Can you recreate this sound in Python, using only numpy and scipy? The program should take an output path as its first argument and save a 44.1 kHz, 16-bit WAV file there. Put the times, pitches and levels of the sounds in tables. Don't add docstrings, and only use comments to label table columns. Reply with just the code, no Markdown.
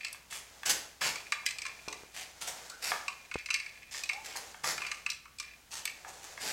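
import sys
import numpy as np
from scipy import signal
from scipy.fft import rfft, irfft, next_fast_len
from scipy.io import wavfile
from scipy.ndimage import uniform_filter1d

SR = 44100
rng = np.random.default_rng(int(sys.argv[2]) if len(sys.argv) > 2 else 0)


def store_pcm(level_fs):
    pcm = np.round(np.clip(level_fs, -1, 1) * 32767).astype(np.int16)
    wavfile.write(sys.argv[1], SR, np.atleast_2d(pcm).T)


N = 287576
STRIKE_S = 0.12


def amp(db):
    return 10 ** (np.asarray(db) / 20)


def unit(x):
    return x / np.sqrt(np.mean(x ** 2) + 1e-20)


def along(points, hz):
    point_hz, values = np.transpose(points)
    return np.interp(np.log(hz + 1), np.log(point_hz + 1), values)


def clock(length_s):
    return np.arange(int(length_s * SR)) / SR


def add(track, time_s, sound):
    start = max(round(time_s * SR), 0)
    track[start:start + len(sound)] += sound[:max(N - start, 0)]


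def filtered(x, gain):
    size = next_fast_len(len(x) + 8192)
    return irfft(rfft(x, size) * gain(np.fft.rfftfreq(size, 1 / SR)), size)[:len(x)]


def shaped(x, spectrum):
    return unit(filtered(x, lambda hz: amp(along(spectrum, hz))))


def causal(gain, size=2048):
    magnitude = np.maximum(gain(np.fft.rfftfreq(size, 1 / SR)), 1e-6)
    cepstrum = irfft(np.log(magnitude))
    cepstrum[1:size // 2] *= 2
    cepstrum[size // 2 + 1:] = 0
    return irfft(np.exp(rfft(cepstrum)))


def convolved(x, response):
    return signal.fftconvolve(x, response)[:len(x)]


def gesture(t, rise_s, hold_s, sag_db_per_s, release_t60_s):
    release_db = 60 * np.maximum(t - hold_s, 0) / release_t60_s
    return (1 - np.exp(-t / rise_s)) * amp(-sag_db_per_s * t - release_db)


def ringing(modes, detune):
    t = clock(STRIKE_S)
    out = np.zeros(len(t))
    for hz, db, t60_s in modes:
        strength, shift, polarity = rng.standard_normal(3)
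        envelope = amp(db + 2 * strength - 60 * t / t60_s)
        out += np.sign(polarity) * envelope * np.sin(2 * np.pi * hz * (1 + detune * shift) * t)
    return out


def burst(t60_s):
    t = clock(STRIKE_S)
    return rng.standard_normal(len(t)) * amp(-60 * t / t60_s)


def impacts(size, rate_per_s, spread_db):
    hits = rng.random(size) < rate_per_s / SR
    strength = np.clip(rng.standard_normal(size), -2, 2)
    return hits * rng.choice([-1, 1], size) * amp(spread_db * strength)


# (frequency [Hz], relative density [dB])
AIR_SPECTRUM = [(20, -2), (60, 3.5), (120, 3.5), (300, -2.5), (700, -9.5), (2000, -4.5), (6000, -9.5),
                (16000, -14)]
def background(air_db=-63, hum_db=-72, mains_hz=60):
    air = shaped(rng.standard_normal(N), AIR_SPECTRUM)
    hum = unit(np.sin(2 * np.pi * mains_hz * np.arange(N) / SR))
    return amp(air_db) * air + amp(hum_db) * hum


# (frequency [Hz], t60 [s])
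ROOM_DECAY = [(150, 0.67), (1000, 0.49), (3000, 0.44), (8000, 0.33), (15000, 0.37)]
def room(x, build_s=0.0028, block=4096):
    out = np.zeros(N)
    for start in range(0, N, block):
        hz, t, noise = signal.stft(rng.standard_normal(SR // 2), SR, nperseg=256)
        fade = amp(-60 * t / along(ROOM_DECAY, hz)[:, None]) * (1 - np.exp(-t / build_s))
        tail = signal.istft(noise * fade, SR, nperseg=256)[1]
        add(out, start / SR, signal.fftconvolve(x[start:start + block], tail / np.linalg.norm(tail)))
    return out


# (time [s], level [dB])
YARN_LEVELS = [(0.0, -58.5), (0.11, -57.5), (0.58, -56), (1.25, -58.5), (2.21, -52), (2.34, -56.5),
               (2.96, -47), (3.09, -57), (3.36, -62.5), (3.52, -60.5), (3.65, -59), (3.96, -57),
               (4.16, -53), (4.38, -54), (4.65, -55.5), (4.79, -54), (4.98, -55), (5.21, -72.5),
               (5.74, -57), (5.9, -55), (6.12, -56), (6.52, -48.5)]
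# (frequency [Hz], relative density [dB])
YARN_SPECTRUM = [(100, -11.5), (250, -7), (450, 0), (750, 4), (1100, -1), (1700, 0.5), (3300, -3.5),
                 (6700, -0.5), (10000, -11), (16000, -20)]
def yarn(trim_db=-1, pause_db=-6.5, pause_s=0.071, return_trim_db=-14, shed_db=-52):
    t = np.arange(N) / SR
    fibres = shaped(impacts(N, rate_per_s=4400, spread_db=1), YARN_SPECTRUM)
    pauses = sum(np.exp(-((t - time_s + pause_s / 2) / pause_s) ** 2)
                 for pull_s, _, rest_s, _, _ in BEATER_SWINGS for time_s in (pull_s, rest_s))
    contour_db = np.interp(t, *np.transpose(YARN_LEVELS))
    rubbing = amp(trim_db + contour_db + pause_db * pauses)
    drag = gesture(clock(0.92), rise_s=0.082, hold_s=0.082, sag_db_per_s=0, release_t60_s=0.68)
    for _, _, rest_s, rest_db, _ in BEATER_SWINGS:
        add(rubbing, rest_s, amp(rest_db + return_trim_db) * drag)
    for _, _, land_s, _ in SHED_CHANGES:
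        add(rubbing, land_s, amp(shed_db) * drag)
    return fibres * rubbing


# (time [s], length [s], start pitch [Hz], end pitch [Hz], level [dB], pitch jitter [ratio])
BEATER_CREAKS = [(2.153, 0.074, 693, 776, -59.5, 0), (2.457, 0.069, 721, 770, -54, 0),
                 (2.694, 0.069, 1430, 1504, -55, 0.04), (4.117, .095, 723, 915, -52, 0.02),
                 (6.043, 0.076, 734, 767, -54, 0.13)]
def beater_creaks():
    out = np.zeros(N)
    for time_s, length_s, start_hz, end_hz, db, jitter in BEATER_CREAKS:
        t = clock(length_s)
        slip, grip = unit(uniform_filter1d(rng.standard_normal((2, len(t))), size=120))
        pitch_hz = np.interp(t, [0, length_s], [start_hz, end_hz]) * (1 + jitter * slip)
        swell = np.sin(np.pi * t / length_s) * amp(3 * grip)
        tone = np.sin(2 * np.pi * np.cumsum(pitch_hz) / SR)
        add(out, time_s, amp(db) * unit(swell * tone))
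    return out


# (time [s], peak [dB])
BUMP_HITS = [(1.879, -29), (2.035, -38), (3.357, -18.5)]
# (frequency [Hz], relative level [dB], t60 [s])
BUMP_MODES = [(78.5, -5, 0.099), (175, 3, 0.018), (464, 17, 0.011), (825, 13, 0.0076), (1220, 13, 0.0047)]
def bumps(highpass_hz=70, rise_s=0.00011):
    out, t = np.zeros(N), clock(0.1)
    bump = sum(amp(db - 60 * t / t60_s) * np.sin(2 * np.pi * hz * t) for hz, db, t60_s in BUMP_MODES)
    bump *= 1 - np.exp(-t / rise_s)
    bump = signal.sosfilt(signal.butter(1, highpass_hz, "high", fs=SR, output="sos"), bump)
    for time_s, peak_db in BUMP_HITS:
        add(out, time_s, amp(peak_db) * bump / np.abs(bump).max())
    return out


# (time [s], level [dB], t60 [s])
LOW_THUDS = [(.697, -41.5, 0.19), (1.024, -51, 0.18), (1.878, -48, 0.34), (2.17, -68, 0.34),
             (4.27, -57, 0.68), (4.661, -65, 0.26), (6.08, -54.5, 0.28), (6.43, -44.5, 0.44)]
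# (frequency [Hz], relative density [dB])
RUMBLE_SPECTRUM = [(50, -30), (130, -7), (190, -5.5), (260, -4), (420, 6), (560, 3.5), (900, 6),
                   (2000, -40), (6000, -70)]
def low_thuds(rise_s=0.0047):
    out, t = np.zeros(N), clock(0.4)
    for time_s, db, t60_s in LOW_THUDS:
        rumble = shaped(rng.standard_normal(len(t)), RUMBLE_SPECTRUM)
        envelope = (1 - np.exp(-t / rise_s)) * amp(db - 60 * t / t60_s)
        add(out, time_s, rumble * envelope)
    return out


# (time [s], attack level [dB], tilt [dB/octave], t60 scale [ratio])
FRAME_KNOCKS = [(.146, -47, 0.5, 1), (.325, -40, 4.5, 1), (.633, -37.5, 6.5, 1), (1.016, -30.5, 1, 1),
                (1.323, -33, 5, 3), (1.434, -49, -2.5, 1), (2.918, -25.5, -1.5, .8),
                (2.936, -38.5, -2.5, 2.5), (3.946, -41, 4, 1.5), (4.356, -41, -5.5, 1.5),
                (4.545, -44.5, -1.5, 1.5), (4.642, -31, -0.5, 1.5), (6.048, -42, 1, 1),
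                (6.377, -40.5, 3, 1)]
# (frequency [Hz], relative level [dB], base t60 [s])
FRAME_MODES = [(441, -12.5, 0.049), (736, -12, 0.058), (924, -3, 0.015), (1185, -1, 0.024), (1611, 0, 0.03),
               (1747, 6.5, 0.014), (2187, 5, 0.016), (2620, 2, 0.015), (3360, -1.5, 0.061)]
def frame_knocks(attack_s=0.005):
    out = np.zeros(N)
    wood_hz_db = [(250, -23.5), (600, -1.5), (950, 5.5), (2200, -1.5), (5000, -10.5), (14000, -33)]
    for time_s, db, tilt_db_per_oct, t60_scale in FRAME_KNOCKS:
        modes = [(hz, mode_db, t60_s * t60_scale) for hz, mode_db, t60_s in FRAME_MODES]
        blow = unit(ringing(modes, detune=0.012)) + 0.7 * unit(burst(t60_s=0.015))
        wood = causal(
            lambda hz: amp(along(wood_hz_db, hz) + tilt_db_per_oct * np.log2((hz + 100) / 1500)))
        knock = signal.fftconvolve(blow, wood)
        attack_rms = knock[:int(attack_s * SR)].std()
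        add(out, time_s, amp(db) * knock / attack_rms)
    return out


# (frequency [Hz], relative density [dB])
HEDDLE_SPECTRUM = [(60, -21), (150, -7.5), (280, -15), (450, -7), (800, 0), (1200, -2.5), (1900, 2),
                   (2700, 1), (3600, -3), (5200, 0), (7800, -2), (9000, -8), (11500, -12), (16000, -21)]
def rattle(db, rise_s, hold_s, tilt_db_per_oct):
    def metal_gain(hz):
        octaves = np.log2(np.clip(hz, 600, 10000) / 2000)
        return amp(along(HEDDLE_SPECTRUM, hz) + tilt_db_per_oct * octaves)

    t = clock(0.4)
    group_rate_per_s = 400 * amp(0.7 * (db + 36))
    swarm = sum(convolved(impacts(len(t), group_rate_per_s, spread_db=1.5), burst(t60_s=0.004))
                for _ in range(4))
    envelope = gesture(t, rise_s, hold_s, sag_db_per_s=26.5, release_t60_s=0.097)
    return amp(db) * envelope * unit(convolved(swarm, causal(metal_gain)))


# (pull time [s], level [dB], back-at-rest time [s], level [dB], rise at rest [s])
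BEATER_SWINGS = [(.298, -42, 1.009, -32, .004), (2.137, -42, 2.818, -35, .012),
                 (3.907, -40.5, 4.633, -33.5, .009), (5.703, -41.5, 6.395, -35, .04)]
# (start time [s], level [dB], end time [s], level [dB])
SHED_CHANGES = [(.653, -29.5, 0.69, -23), (2.407, -39, 2.47, -33), (4.243, -42.5, 4.357, -37),
                (6.074, -50, 6.228, -48)]
def heddles(jolt_rise_s=0.0061, travel_trim_db=-6):
    out = np.zeros(N)
    for pull_s, pull_db, rest_s, rest_db, rise_s in BEATER_SWINGS:
        add(out, pull_s, rattle(pull_db, rise_s=0.019, hold_s=0.087, tilt_db_per_oct=0.5))
        add(out, rest_s, rattle(rest_db, rise_s, hold_s=rise_s + 0.075, tilt_db_per_oct=0.24))
    jolt = dict(rise_s=jolt_rise_s, hold_s=0.016, tilt_db_per_oct=1.6)
    for start_s, start_db, land_s, land_db in SHED_CHANGES:
        add(out, start_s, rattle(start_db, **jolt))
        travel = rattle(start_db + travel_trim_db, jolt_rise_s, land_s - start_s, tilt_db_per_oct=-0.1)
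        add(out, start_s, travel)
        add(out, land_s, rattle(land_db, **jolt))
    return out


# (time [s], hold [s], relative level [dB])
BOBBIN_SPINS = [(0, 0.072, -46), (1.155, 0.11, -45), (1.633, 0.5, -47), (3.12, 0.17, -53),
                (3.313, 0.11, -45.5), (3.517, 0.41, -45.5), (4.802, 0.12, -42.5), (5.404, 0.15, -50),
                (5.88, 0.13, -53.5)]
# (frequency [Hz], relative level [dB], t60 [s])
SHUTTLE_MODES = [(1181, 1.5, 0.081), (1703, 14, 0.026), (2168, 9.5, 0.035), (2424, 11.5, 0.048),
                 (2604, 9.5, 0.035), (3055, 6.5, 0.011), (3410, 1, 0.035), (4057, 4, 0.058),
                 (4564, 3.5, 0.14), (4810, 5.5, 0.035), (5304, 6, 0.034), (6070, 3, 0.049),
                 (7350, -22, 0.019), (7994, 1, 0.041), (8140, 2, 0.04), (10650, -33, .015),
                 (12400, -13, 0.028)]
def bobbin_spin(trim_db=-2):
    taps = impacts(N, rate_per_s=120, spread_db=4.5)
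    chatter = convolved(taps, ringing(SHUTTLE_MODES, detune=0.0044))
    chatter_hz_db = [(1000, -17), (2400, -2.5), (3500, -5), (8000, -16), (13000, -31)]
    spin = np.zeros(N)
    for time_s, hold_s, db in BOBBIN_SPINS:
        run_down = gesture(clock(1), rise_s=0.004, hold_s=hold_s, sag_db_per_s=41, release_t60_s=0.14)
        add(spin, time_s, amp(db + trim_db) * run_down)
    return shaped(chatter, chatter_hz_db) * spin


# (time [s], relative level [dB])
SPINDLE_TICKS = [(.1281, -43.5), (1.4626, -36), (4.0357, -49), (5.8533, -38)]
# (frequency [Hz], relative level [dB], t60 [s])
SPINDLE_MODES = [(8150, 3.5, 0.023), (10400, -4.5, 0.0092), (12030, -1, 0.014), (14200, -14, 0.0066)]
def spindle_ticks(trim_db=-12):
    out = np.zeros(N)
    for time_s, db in SPINDLE_TICKS:
        tick = convolved(ringing(SPINDLE_MODES, detune=0.004), burst(t60_s=0.0097))
        add(out, time_s, amp(db + trim_db) * unit(tick))
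    return out


def with_bounces(strikes, bounces=2, mean_flight_s=0.02, first_loss_db=14, scatter_db=1.5):
    contacts = []
    for time_s, db, hull_db, hardness_db in strikes:
        contacts.append((time_s, db, hull_db, hardness_db))
        delays_s = np.cumsum(mean_flight_s * (0.5 + rng.random(bounces)))
        for k, delay_s in enumerate(delays_s):
            loss_db = first_loss_db * (1 + k / 2) + scatter_db * rng.standard_normal()
            contacts.append((time_s + delay_s, db - loss_db, hull_db, hardness_db))
    return contacts


# (time [s], relative level [dB], hull share [dB], contact hardness [dB])
BOBBIN_STRIKES = [(0.0466, -27, -14.5, 1.5), (0.0645, -34, -22, -11), (0.0813, -37.5, -18, -2),
                  (0.1287, -40, -1, 17), (1.156, -30.5, -7, 0), (1.321, -19.5, -6, -3),
                  (1.457, -37, -6, 10), (1.4626, -19.5, -35, 1), (1.473, -29, -28, -5), (1.496, -40, -6, 3),
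                  (1.507, -31, -10, 4), (1.5844, -30.5, -16, 1.5), (1.618, -30, -20, 1),
                  (1.6517, -30.5, -2, -3.5), (1.663, -29.5, -14, -3.5), (1.882, -30.5, -2, 3.5),
                  (1.926, -31.5, -4, 3), (2.698, -35.5, 4, 18), (3.0803, -23.5, -6, -6),
                  (3.313, -31.5, -4, -10.5), (3.34, -29.5, -16, -6), (3.387, -41.5, -20, 5),
                  (3.4591, -31, -18, -1.5), (3.486, -33, -10, -22), (3.503, -21.5, -12, -6.5),
                  (3.508, -26, -30, -2), (3.5408, -20.5, -22, 2.5), (3.547, -25, -19, -12),
                  (3.5983, -30.5, -22, -6), (3.661, -36.5, -20, -8), (3.829, -44, -22, -9),
                  (4.015, -45, -2, 0), (4.0357, -27.5, -22, 1.5), (4.091, -26, -15, -2),
                  (4.095, -22.5, -16, -16), (4.132, -35, -1, 8), (4.778, -29, -4, -3),
                  (4.8178, -27, -5.5, -9), (4.848, -31, -8.5, -14), (4.865, -30.5, -9, -1.5),
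                  (4.9147, -25.5, -7, -2), (5.0623, -22.5, -12.5, -9.5), (5.1003, -25, -20, 10),
                  (5.115, -33.5, -19, 1), (5.254, -42.5, 1.5, -6), (5.385, -37.5, -19, 6),
                  (5.399, -28.5, -5, 5.5), (5.8538, -25.5, -11, 4), (5.8748, -29.5, -30, -8)]
# (low edge [Hz], high edge [Hz])
SHUTTLE_BANDS = [(950, 1500), (1850, 3100), (3200, 8600), (9000, 14500)]
def shuttle_clicks(trim_db=-18, crack_gain=0.86, rise_s=0.00032, damping_t60_cycles=330):
    out, t = np.zeros(N), clock(STRIKE_S)
    filters = [signal.butter(5, edges_hz, "band", fs=SR, output="sos") for edges_hz in SHUTTLE_BANDS]
    for time_s, db, hull_db, hardness_db in with_bounces(BOBBIN_STRIKES):
        fizz_db = -22.5 + 1.4 * hardness_db
        shares = amp([hull_db, 0, hardness_db, fizz_db])
        shares /= np.linalg.norm(shares)
        ring = unit(convolved(ringing(SHUTTLE_MODES, detune=0.02), burst(t60_s=0.019)))
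        crack = crack_gain * unit(burst(t60_s=0.054))
        click = (ring + crack) * (1 - np.exp(-t / rise_s))
        for bandpass, (low_hz, _), share in zip(filters, SHUTTLE_BANDS, shares):
            damping = amp(-60 * t * low_hz / damping_t60_cycles)
            band = unit(damping * signal.sosfilt(bandpass, click))
            add(out, time_s, amp(db + trim_db) * share * band)
    return out


def scene(shuttle_wet_db=-7, loom_wet_db=-3, cloth_treble_db=-3):
    shuttle = shuttle_clicks() + spindle_ticks() + bobbin_spin()
    loom = heddles() + frame_knocks() + low_thuds() + beater_creaks()
    softened = filtered(shuttle, lambda hz: amp(along([(2600, 0), (11000, cloth_treble_db)], hz)))
    reverb = room(amp(shuttle_wet_db) * softened + amp(loom_wet_db) * loom)
    return (shuttle + loom + reverb + bumps() + yarn() + background())[None]


def record(dry, cutoff_hz=16050):
    return np.array([filtered(channel, lambda hz: hz < cutoff_hz) for channel in dry])


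dry = scene()
out = record(dry)
store_pcm(out)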